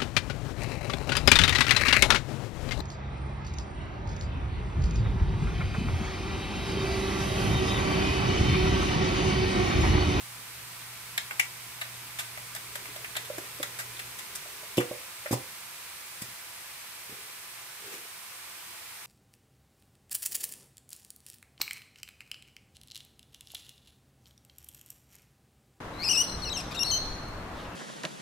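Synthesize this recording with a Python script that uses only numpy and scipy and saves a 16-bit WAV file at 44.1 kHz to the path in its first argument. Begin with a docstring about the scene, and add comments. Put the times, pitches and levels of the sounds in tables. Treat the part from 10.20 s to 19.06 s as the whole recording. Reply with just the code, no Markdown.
"""Steady hiss and a low motor hum come first; then wet squelches and glugs, as a can of thick soup is
shaken upside down over a steel bowl. The plug drops with a plop and a splat, and a last dollop follows.
Squelches are filtered bursts of clicks, glugs short sine tones, thuds pushes on ringing modes.
A sleeve's rustle, the hiss and the rumble are shaped noise; the hum, a sine tone, stops partway.
The can and bowl sounds also echo in a small kitchen."""
import sys
import numpy as np
from scipy import signal
from scipy.fft import rfft, irfft
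from scipy.io import wavfile
from scipy.ndimage import uniform_filter1d

SR = 44100
rng = np.random.default_rng(int(sys.argv[2]) if len(sys.argv) > 2 else 0)


def wrap_up_sound(samples):
    """Save the sound to the file named by the first command line argument, as 16-bit audio."""
    columns = np.atleast_2d(samples).T
    # keep every value between -1 and 1, then stretch to whole-number steps
    tamed = np.clip(columns, -1, 1)
    steps = np.round(tamed * 32767).astype(np.int16)
    wavfile.write(sys.argv[1], SR, steps)


N = 390726  # samples in the whole scene

# Air crackling past the soup:
# start_s, length_s, cavity_pitch_hz, cavity_level_db, lip_level_db, spray_level_db
AIR_TEARS = [(0.9773, 0.0025, 2040, -23.5, -25, -25.5), (1.108, .0044, 1780, -30.5, -52, -44),
             (1.195, 0.0061, 2320, -18, -30.5, -24.5), (1.612, 0.0086, 1890, -31.5, -36, -39),
             (1.987, .015, 1900, -34.5, -37, -33), (2.173, .006, 1660, -39, -52, -45),
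             (2.349, .0037, 1500, -41, -46, -34), (2.36, 0.0069, 1710, -37.5, -44, -40),
             (2.5542, .0043, 1700, -34, -41, -34), (2.654, .005, 1820, -39.5, -55, -48),
             (2.76, .0056, 1500, -42, -47, -42), (2.844, 0.0046, 2100, -34, -55, -47),
             (2.952, .008, 1890, -37, -42, -50), (2.9652, .006, 1700, -31.5, -31, -31),
             (3.18, .005, 1400, -35.5, -52, -38), (3.428, 0.0047, 1810, -30.5, -33, -29.5),
             (3.5875, 0.018, 1780, -37, -45, -35.5), (3.7914, .0083, 2030, -36.5, -42, -39.5),
             (3.987, .008, 2030, -42, -46, -38.5), (4.152, 0.0087, 1580, -47, -51, -33.5),
             (4.57, .0061, 2400, -40, -37.5, -34), (4.577, 0.0096, 2780, -28, -46, -34.5),
             (4.602, 0.0099, 1630, -32, -51, -39.5), (5.058, .008, 1780, -35, -57, -52),
             (5.111, 0.012, 2070, -40, -46, -35), (5.124, 0.015, 1200, -39, -49, -32.5),
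             (6.0174, 0.008, 2180, -45, -49, -35)]
# Tone of the wet spray: pitch_hz, relative_level_db (per Hz)
SPRAY_TONE = [(1500, -12), (4000, -13), (4850, 4.5), (5800, 0), (7600, 3), (8300, 4), (9300, 1),
              (12000, 1.5), (15500, -6)]
CAVITY_WIDTH_HZ, USUAL_CAVITY_HZ = 1160, 1785
LIP_HZ, LIP_WIDTH_HZ = 3500, 1300  # the narrow lip of the gap
# The throat is set against the cavity level; the lower the cavity's pitch, the louder the throat.
THROAT_HZ, THROAT_WIDTH_HZ = 843, 690
THROAT_DB, THROAT_DB_PER_OCTAVE = -11, -29.5


def squelches():
    """Each tear rings the air in the can and the narrow lip of the gap, and throws a wet fizz."""
    out = np.zeros((2, N))
    for start_s, length, cavity_hz, cavity_db, lip_db, spray_db in list(AIR_TEARS) + faint_squelches():
        octaves = np.log2(cavity_hz / USUAL_CAVITY_HZ)
        throat_db = cavity_db + THROAT_DB + THROAT_DB_PER_OCTAVE * octaves
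        direct, scattered = burst(length, fall=0.0031 + 0.42 * length, grain_db=5)
        drive = direct + 0.71 * scattered  # the steel wall scatters differently to each port
        parts = [
            (band(drive, THROAT_HZ, THROAT_WIDTH_HZ), throat_db),
            (band(drive, cavity_hz, CAVITY_WIDTH_HZ), cavity_db),
            (resonate(drive, LIP_HZ, LIP_WIDTH_HZ), lip_db),
            (colour(0.5 * direct + scattered, SPRAY_TONE), spray_db),
        ]
        add(out, start_s, sum(at_level(part, db, length + 0.0019) for part, db in parts))
    return out


FIRST_FAINT_S, LAST_FAINT_S, FAINT_LENGTH_S = 0.5, 4.5, 0.012
FAINT_DB, FAINT_SPREAD_DB = -46, 10  # loudest level, and how much weaker a part may be


def faint_squelches(count=8):
    """Small tears at random moments while the can is shaken, up to a quarter octave off the usual pitch."""
    rows = []
    for when, pitch, *weaker in rng.random((count, 5)):
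        start_s = FIRST_FAINT_S + (LAST_FAINT_S - FIRST_FAINT_S) * when
        cavity_hz = USUAL_CAVITY_HZ * 2 ** (0.5 * (pitch - 0.5))
        part_levels = FAINT_DB - FAINT_SPREAD_DB * np.array(weaker)
        rows.append((start_s, FAINT_LENGTH_S, cavity_hz, *part_levels))
    return rows


# The steel wall's ringing notes: pitch_hz, relative_level_db, time_to_fall_60_db_s
STEEL_NOTES = [(1960, 0, 0.18), (2150, -19, .13), (2310, -3, 0.072), (2704, 3, 0.16), (3430, 0, .08),
               (8300, -12, .06)]


def steel_wall(tears):
    """The steel wall sings along with each tear."""
    return excite(tears, STEEL_NOTES, coupling_db=-54.5)


# Air pockets gulped into the can: start_s, pitch_hz, level_db
AIR_POCKETS = [(2.173, 615, -47), (2.555, 608, -42.5), (2.688, 300, -50), (2.76, 630, -40.5),
               (2.966, 644, -41), (3.100, 566, -31.5), (3.181, 346, -35), (3.398, 300, -39),
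               (3.400, 547, -35.5), (4.258, 650, -46), (4.43, 620, -47), (4.5801, 328, -17.5),
               (4.594, 326, -31), (4.712, 545, -30), (5.058, 597, -34.5), (5.1093, 284, -35),
               (5.125, 323, -27), (5.135, 523, -33.5), (6.019, 175, -46)]
GLUG_LENGTH_S, GLUG_USUAL_HZ, GLUG_LENGTH_POWER = 0.0098, 400, 0.4  # low pockets throb for longer
GLUG_OVERTONE_DB = -19.5  # second harmonic against the first


def glugs():
    """A pocket of air throbs for a few cycles, until the soup closes on it."""
    out, t = np.zeros((2, N)), np.arange(SR // 20) / SR
    for start_s, hz, db in AIR_POCKETS:
        turn = 2 * np.pi * hz * t
        length = GLUG_LENGTH_S * (GLUG_USUAL_HZ / hz) ** GLUG_LENGTH_POWER
        closing = np.exp(-np.maximum(t - 0.816 * length, 0) / 0.001)
        gate = np.minimum(t / 0.0015, 1) * closing
        overtones = np.sin(2 * turn) + 0.52 * np.sin(3 * turn)
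        tone = np.sin(turn) + amp(GLUG_OVERTONE_DB) * overtones
        add(out, start_s, amp(db) * (gate * tone)[None])
    return out


# The can's air column: pitch_hz, relative_level_db, time_to_fall_60_db_s
AIR_COLUMN_NOTES = [(355, -10, .12), (499.5, 3, 0.3), (525, 1, 0.24), (585, 2, .14)]


def air_column(gulps):
    """Each glug rings the column of air in the can."""
    return excite(gulps, AIR_COLUMN_NOTES, coupling_db=-55.5)


# Soft thuds of soup, and bumps of the handled can: start_s, level_db, push_length_s
SOFT_BLOWS = [(4.573, -30, 0.0025), (4.5809, -18, 0.0015), (4.601, -37, 0.0031), (4.711, -38.5, .00088),
              (5.11, -24, 0.0018), (5.127, -12, 0.0072), (5.1351, -20, 0.0064), (6.02, -32.5, 0.0051),
              (6.085, -41, .006), (6.895, -42, 0.0038), (6.924, -39.5, .004)]
# Hollow ring of the can and loaded bowl: pitch_hz, relative_level_db, time_to_fall_60_db_s
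HOLLOW_NOTES = [(126, -6, .14), (170, -12, 0.044), (217, -2, 0.07), (259, -3.5, .11), (312, -4, 0.076),
                (357.6, -9, 0.23), (457, -27, .15), (487, -4, 0.27), (527, -5, 0.2), (740, -13, 0.22),
                (883, -16, 0.12), (1080, -11, 0.2)]
# Tone of the wet smack: pitch_hz, relative_level_db (per Hz)
SMACK_TONE = [(50, -32), (200, 1), (500, 1), (900, -6), (1400, -28), (2500, -16), (5000, -14)]
# Smack level against the thud, for the usual push; it grows with each doubling of the push length.
SMACK_DB, SMACK_DB_PER_DOUBLING, USUAL_PUSH_S = -22, 3, 0.003


def thuds():
    """A soft push rings the low modes; the longer the push, the duller. A wet smack comes with it."""
    out, t, body = np.zeros((2, N)), np.arange(SR // 2) / SR, ring(HOLLOW_NOTES)
    for start_s, db, length in SOFT_BLOWS:
        push = t * np.exp(-5 * t / length)
        thud = signal.fftconvolve(body, push / push.sum())[None, :len(t)]
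        add(out, start_s, amp(db) * thud)
        smack_db = db + SMACK_DB + SMACK_DB_PER_DOUBLING * np.log2(length / USUAL_PUSH_S)
        direct, scattered = burst(0.008, fall=0.0078, grain_db=4)
        smack = colour(direct + 0.5 * scattered, SMACK_TONE)
        add(out, start_s, at_level(smack, smack_db, 0.012))
    return out


# The hand turning the can over: loudest_at_s, rise_s, fall_s, level_db
HAND_RUBS = [(6.90, 0.034, .25, -50.5), (7.67, 0.072, .1, -46), (7.73, 0.044, 0.11, -40.5)]
# Rustle of the shaking hand: time_s, level_db
SHAKING_RUSTLE = [(0, -68), (2.0, -68), (2.6, -55.5), (4.45, -56.5), (4.9, -74), (8.86, -78)]
# Tone of the sleeve: pitch_hz, relative_level_db (per Hz)
CLOTH_TONE = [(40, -35), (150, -15), (400, -3), (900, -2), (2200, 1), (4500, -5), (9000, -5), (15000, -9)]
RUB_EDGE_DB = -17.5  # change from a rub's top, one rise before it and one fall after it
HOLLOW_DB, BUMP_DB = -7, -23  # hollow can and dull bumping, against the sleeve


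def handling():
    """Cloth brushes and fingers rub the can, which answers with its hollow note."""
    t, motion = np.arange(N) / SR, levels(SHAKING_RUSTLE)[0]
    for top_s, rise, fall, db in HAND_RUBS:
        distance = np.maximum((top_s - t) / rise, (t - top_s) / fall)
        motion = np.hypot(motion, amp(db + RUB_EDGE_DB * distance))
    unevenness = unit(uniform_filter1d(rng.standard_normal(N), 200))
    rub = rng.standard_normal((2, N)) * amp(2.1 * unevenness)
    sleeve = unit(colour(rub, CLOTH_TONE))
    hollow = amp(HOLLOW_DB) * unit(resonate(rub[0], 415, 157))
    bump = amp(BUMP_DB) * unit(resonate(rub[1], 170, 320))
    return motion * (sleeve + hollow + bump)


# Left-right balance of sound from the can: pitch_hz, left_minus_right_db
CAN_BALANCE = [(200, -2), (350, -1), (560, -4.5), (1000, -2), (2000, 0.5), (8000, 0.5)]


def ports(x, lag):
    """Sound from the can reaches the right port lag seconds later, and a little differently coloured."""
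    hz = freqs(x)
    tilt = amp(read(CAN_BALANCE, hz) / 2)
    late = np.exp(-2j * np.pi * hz * lag)
    return irfft(rfft(x) * np.array([tilt, late / tilt]), N)


# How long the kitchen echoes: pitch_hz, time_to_fall_60_db_s
ECHO_TIMES = [(120, 0.24), (500, 0.33), (2500, 0.2), (6000, 0.28), (15000, 0.042)]


def kitchen(x, wet_db):
    """A dense tail of reflections, each band dying at its own speed."""
    taps = rng.standard_normal((2, SR // 2))
    hz, t, z = signal.stft(taps, SR, nperseg=256)
    same = 1 / (1 + (hz[:, None] / 800) ** 2)  # long waves reach both ports alike
    z[1] = same * z[0] + np.sqrt(1 - same ** 2) * z[1]
    tone_db = read([(150, -5), (500, 3), (2500, 0), (6000, 2), (15000, -0.5)], hz)
    fading = amp(-60 * t / read(ECHO_TIMES, hz)[:, None])
    onset = np.minimum(t / 0.0032, 1)
    tail = signal.istft(z * amp(tone_db)[:, None] * fading * onset, SR, nperseg=256)[1]
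    return amp(wet_db) * signal.fftconvolve(x, tail / np.linalg.norm(tail[0]), axes=1)[:, :N]


# Appliance motor that switches off: time_s, hum_level_db, rumble_level_db
MOTOR_LEVELS = [(0, -59.5, -62), (1, -58, -63.5), (3.9, -58, -62.5), (4.05, -76, -62), (4.4, -74, -70),
                (8.86, -93, -81)]
# Tone of its rumble: pitch_hz, relative_level_db (per Hz)
RUMBLE_TONE = [(25, -36), (55, -0.5), (85, -4.5), (160, -1.5), (300, -11), (700, -24.5), (2000, -60)]


def motor():
    """A slightly wavering mains hum over a low rumble."""
    hum, rumble = levels(MOTOR_LEVELS)
    waver = unit(resonate(rng.standard_normal(N), 119.2, 12))
    tone = np.sqrt(2) * np.sin(2 * np.pi * 120 * np.arange(N) / SR) + 0.19 * waver
    low_noise = unit(colour(rng.standard_normal(N), RUMBLE_TONE))
    return (hum * tone + rumble * low_noise) * amp([[-1], [1]])  # a little stronger on the right


# Broad tone of the hiss: pitch_hz, relative_level_db (per Hz)
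HISS_TONE = [(18, -56), (30, -47), (59, -6.5), (114, -2.5), (148, -11), (230, -11), (263, -16.5), (341, -8),
             (505, -9), (561, -8), (1170, -0.5), (2420, -2), (6890, -7), (12300, -5.5), (15500, -9.5)]
# Humps added to that tone: pitch_hz, width_hz, height_db
HISS_HUMPS = [(970, 62, 2.5), (2350, 410, 2.5), (7060, 600, 0), (8460, 660, 3)]
# Slow change in loudness: time_s, change_db
HISS_CHANGE = [(0, 0), (1.5, 0.5), (3.5, 1), (5.5, 0.5), (7, -0.2), (8.86, -0.5)]
# Likeness of the two microphone ports: pitch_hz, likeness_0_to_1
PORT_LIKENESS = [(100, 1.0), (500, 1), (900, .5), (1300, 0.38), (2200, 0.27), (3000, .17), (6000, 0.16),
                 (12000, 0)]
# How far the left port leads: pitch_hz, lead_radians
PORT_LEAD = [(400, 0), (1200, 0.32), (2000, -0.4), (3000, -0.77), (4800, -3), (7000, -1.5), (9000, -4)]
# Left-right balance of the hiss: pitch_hz, left_minus_right_db
PORT_BALANCE = [(60, -6), (110, -4.5), (200, -7.5), (380, -1.5), (700, -6.5), (1290, 0), (2380, -1),
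                (4400, -0.5), (8120, -2.5), (15000, -2.0)]
# Echo off the nearest wall: delay_s, gain, fading_above_hz
WALL_ECHO = (.0059, 0.23, 3700)
HISS_DB = -45.5  # level of the two ports' average, before the slow change


def hiss():
    """Even background hiss: noise that is alike at both ports only in the bass."""
    a, b = rfft(rng.standard_normal((2, N)))
    hz = np.fft.rfftfreq(N, 1 / SR)
    same, lead = np.clip(read(PORT_LIKENESS, hz), 0, 1), read(PORT_LEAD, hz)
    right = (same * a + np.sqrt(1 - same ** 2) * b) * np.exp(-1j * lead)
    tilt = amp(read(PORT_BALANCE, hz) / 2)
    humps_db = sum(db * np.exp(-((hz - f) / width) ** 2) for f, width, db in HISS_HUMPS)
    shape = amp(read(HISS_TONE, hz) + humps_db)
    delay, gain, fade_hz = WALL_ECHO
    echo_gain = gain / (1 + (hz / fade_hz) ** 4)
    comb = abs(1 + echo_gain * np.exp(-2j * np.pi * hz * delay))
    mid_share = np.sqrt((1 + same * np.cos(lead)) / 2)  # what the two ports have in common
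    pair = irfft(np.array([a * tilt, right / tilt]) * shape * comb / mid_share, N)
    return amp(HISS_DB) * levels(HISS_CHANGE)[0] * pair / pair.mean(0).std()


def burst(length, fall, grain_db, size=4096):
    """A film tears: a short run of uneven micro-clicks that holds and then dies."""
    t = np.arange(size) / SR
    gate = np.minimum(t / 0.00051, 1) * np.exp(-np.maximum(t - 0.87 * length, 0) / fall)
    grain = amp(grain_db * rng.standard_normal(size))
    clicks = rng.standard_normal((3, size)) * grain * gate
    return clicks[0], clicks[1:]  # one direct sound, and a scattered one for each port


def ring(modes):
    """The response of a set of modes to a tap; small things radiate no deep bass."""
    t = np.arange(SR // 2) / SR
    tones = sum(amp(db - 60 * t / t60) * np.cos(2 * np.pi * hz * t) for hz, db, t60 in modes)
    return signal.sosfilt(signal.butter(2, 70, "high", fs=SR, output="sos"), tones)


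def excite(x, modes, coupling_db):
    """Sound in the air sets nearby modes ringing."""
    return amp(coupling_db) * signal.fftconvolve(x, ring(modes)[None], axes=1)[:, :N]


def band(x, hz, width_hz):
    """A broad, flat-topped resonance of a damped air space, centred on hz in octaves."""
    low = np.hypot(hz, width_hz / 2) - width_hz / 2
    return signal.sosfilt(signal.butter(3, [low, low + width_hz], "band", fs=SR, output="sos"), x)


def resonate(x, hz, width_hz):
    """A resonance passed twice, for steep skirts."""
    b, a = signal.iirpeak(hz, hz / width_hz, SR)
    return signal.lfilter(b, a, signal.lfilter(b, a, x))


def colour(x, spectrum):
    """Filters by a table of pitch_hz, level_db."""
    return irfft(rfft(x) * amp(read(spectrum, freqs(x))), x.shape[-1])


def freqs(x):
    """The frequencies in Hz of the bins of x."""
    return np.fft.rfftfreq(x.shape[-1], 1 / SR)


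def read(points, hz):
    """Reads a table along log frequency."""
    f, value = np.transpose(points)
    return np.interp(np.log(hz + 1), np.log(f + 1), value)


def levels(rows):
    """The dB columns of a time table as gains, sample by sample."""
    s, *columns = np.transpose(rows)
    return [amp(np.interp(np.arange(N) / SR, s, c)) for c in columns]


def amp(db):
    """Decibels to gain."""
    return 10 ** (np.asarray(db) / 20)


def unit(x):
    """Scales to an rms (average strength) of 1."""
    return x / np.sqrt(np.mean(x ** 2) + 1e-20)


def at_level(x, db, length):
    """Gives a burst the energy of that level held for that length in seconds."""
    return amp(db) * unit(x) * np.sqrt(length * SR / x.shape[-1])


def add(mix, s, sound):
    """Mixes a sound into the stereo mix at time s."""
    part = mix[:, max(round(s * SR), 0):][:, :sound.shape[1]]
    part += sound[:, :part.shape[1]]


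def scene():
    """Soup, bowl and hand in the kitchen, over hiss and hum."""
    tears, gulps = squelches(), glugs()
    bright = ports(tears + steel_wall(tears), lag=0.00023)
    deep = ports(gulps + air_column(gulps) + thuds(), lag=0.0001)
    room = kitchen(bright, wet_db=-8.5) + kitchen(deep, wet_db=-12.0)
    return bright + deep + room + handling() + hiss() + motor()


def record(dry):
    """The recorder's band limit: little passes above 15650 Hz."""
    low_pass = signal.firwin(511, 15650, window=("kaiser", 9), fs=SR)
    return signal.oaconvolve(dry, low_pass[None], "same")


dry = scene()
out = record(dry)
wrap_up_sound(out)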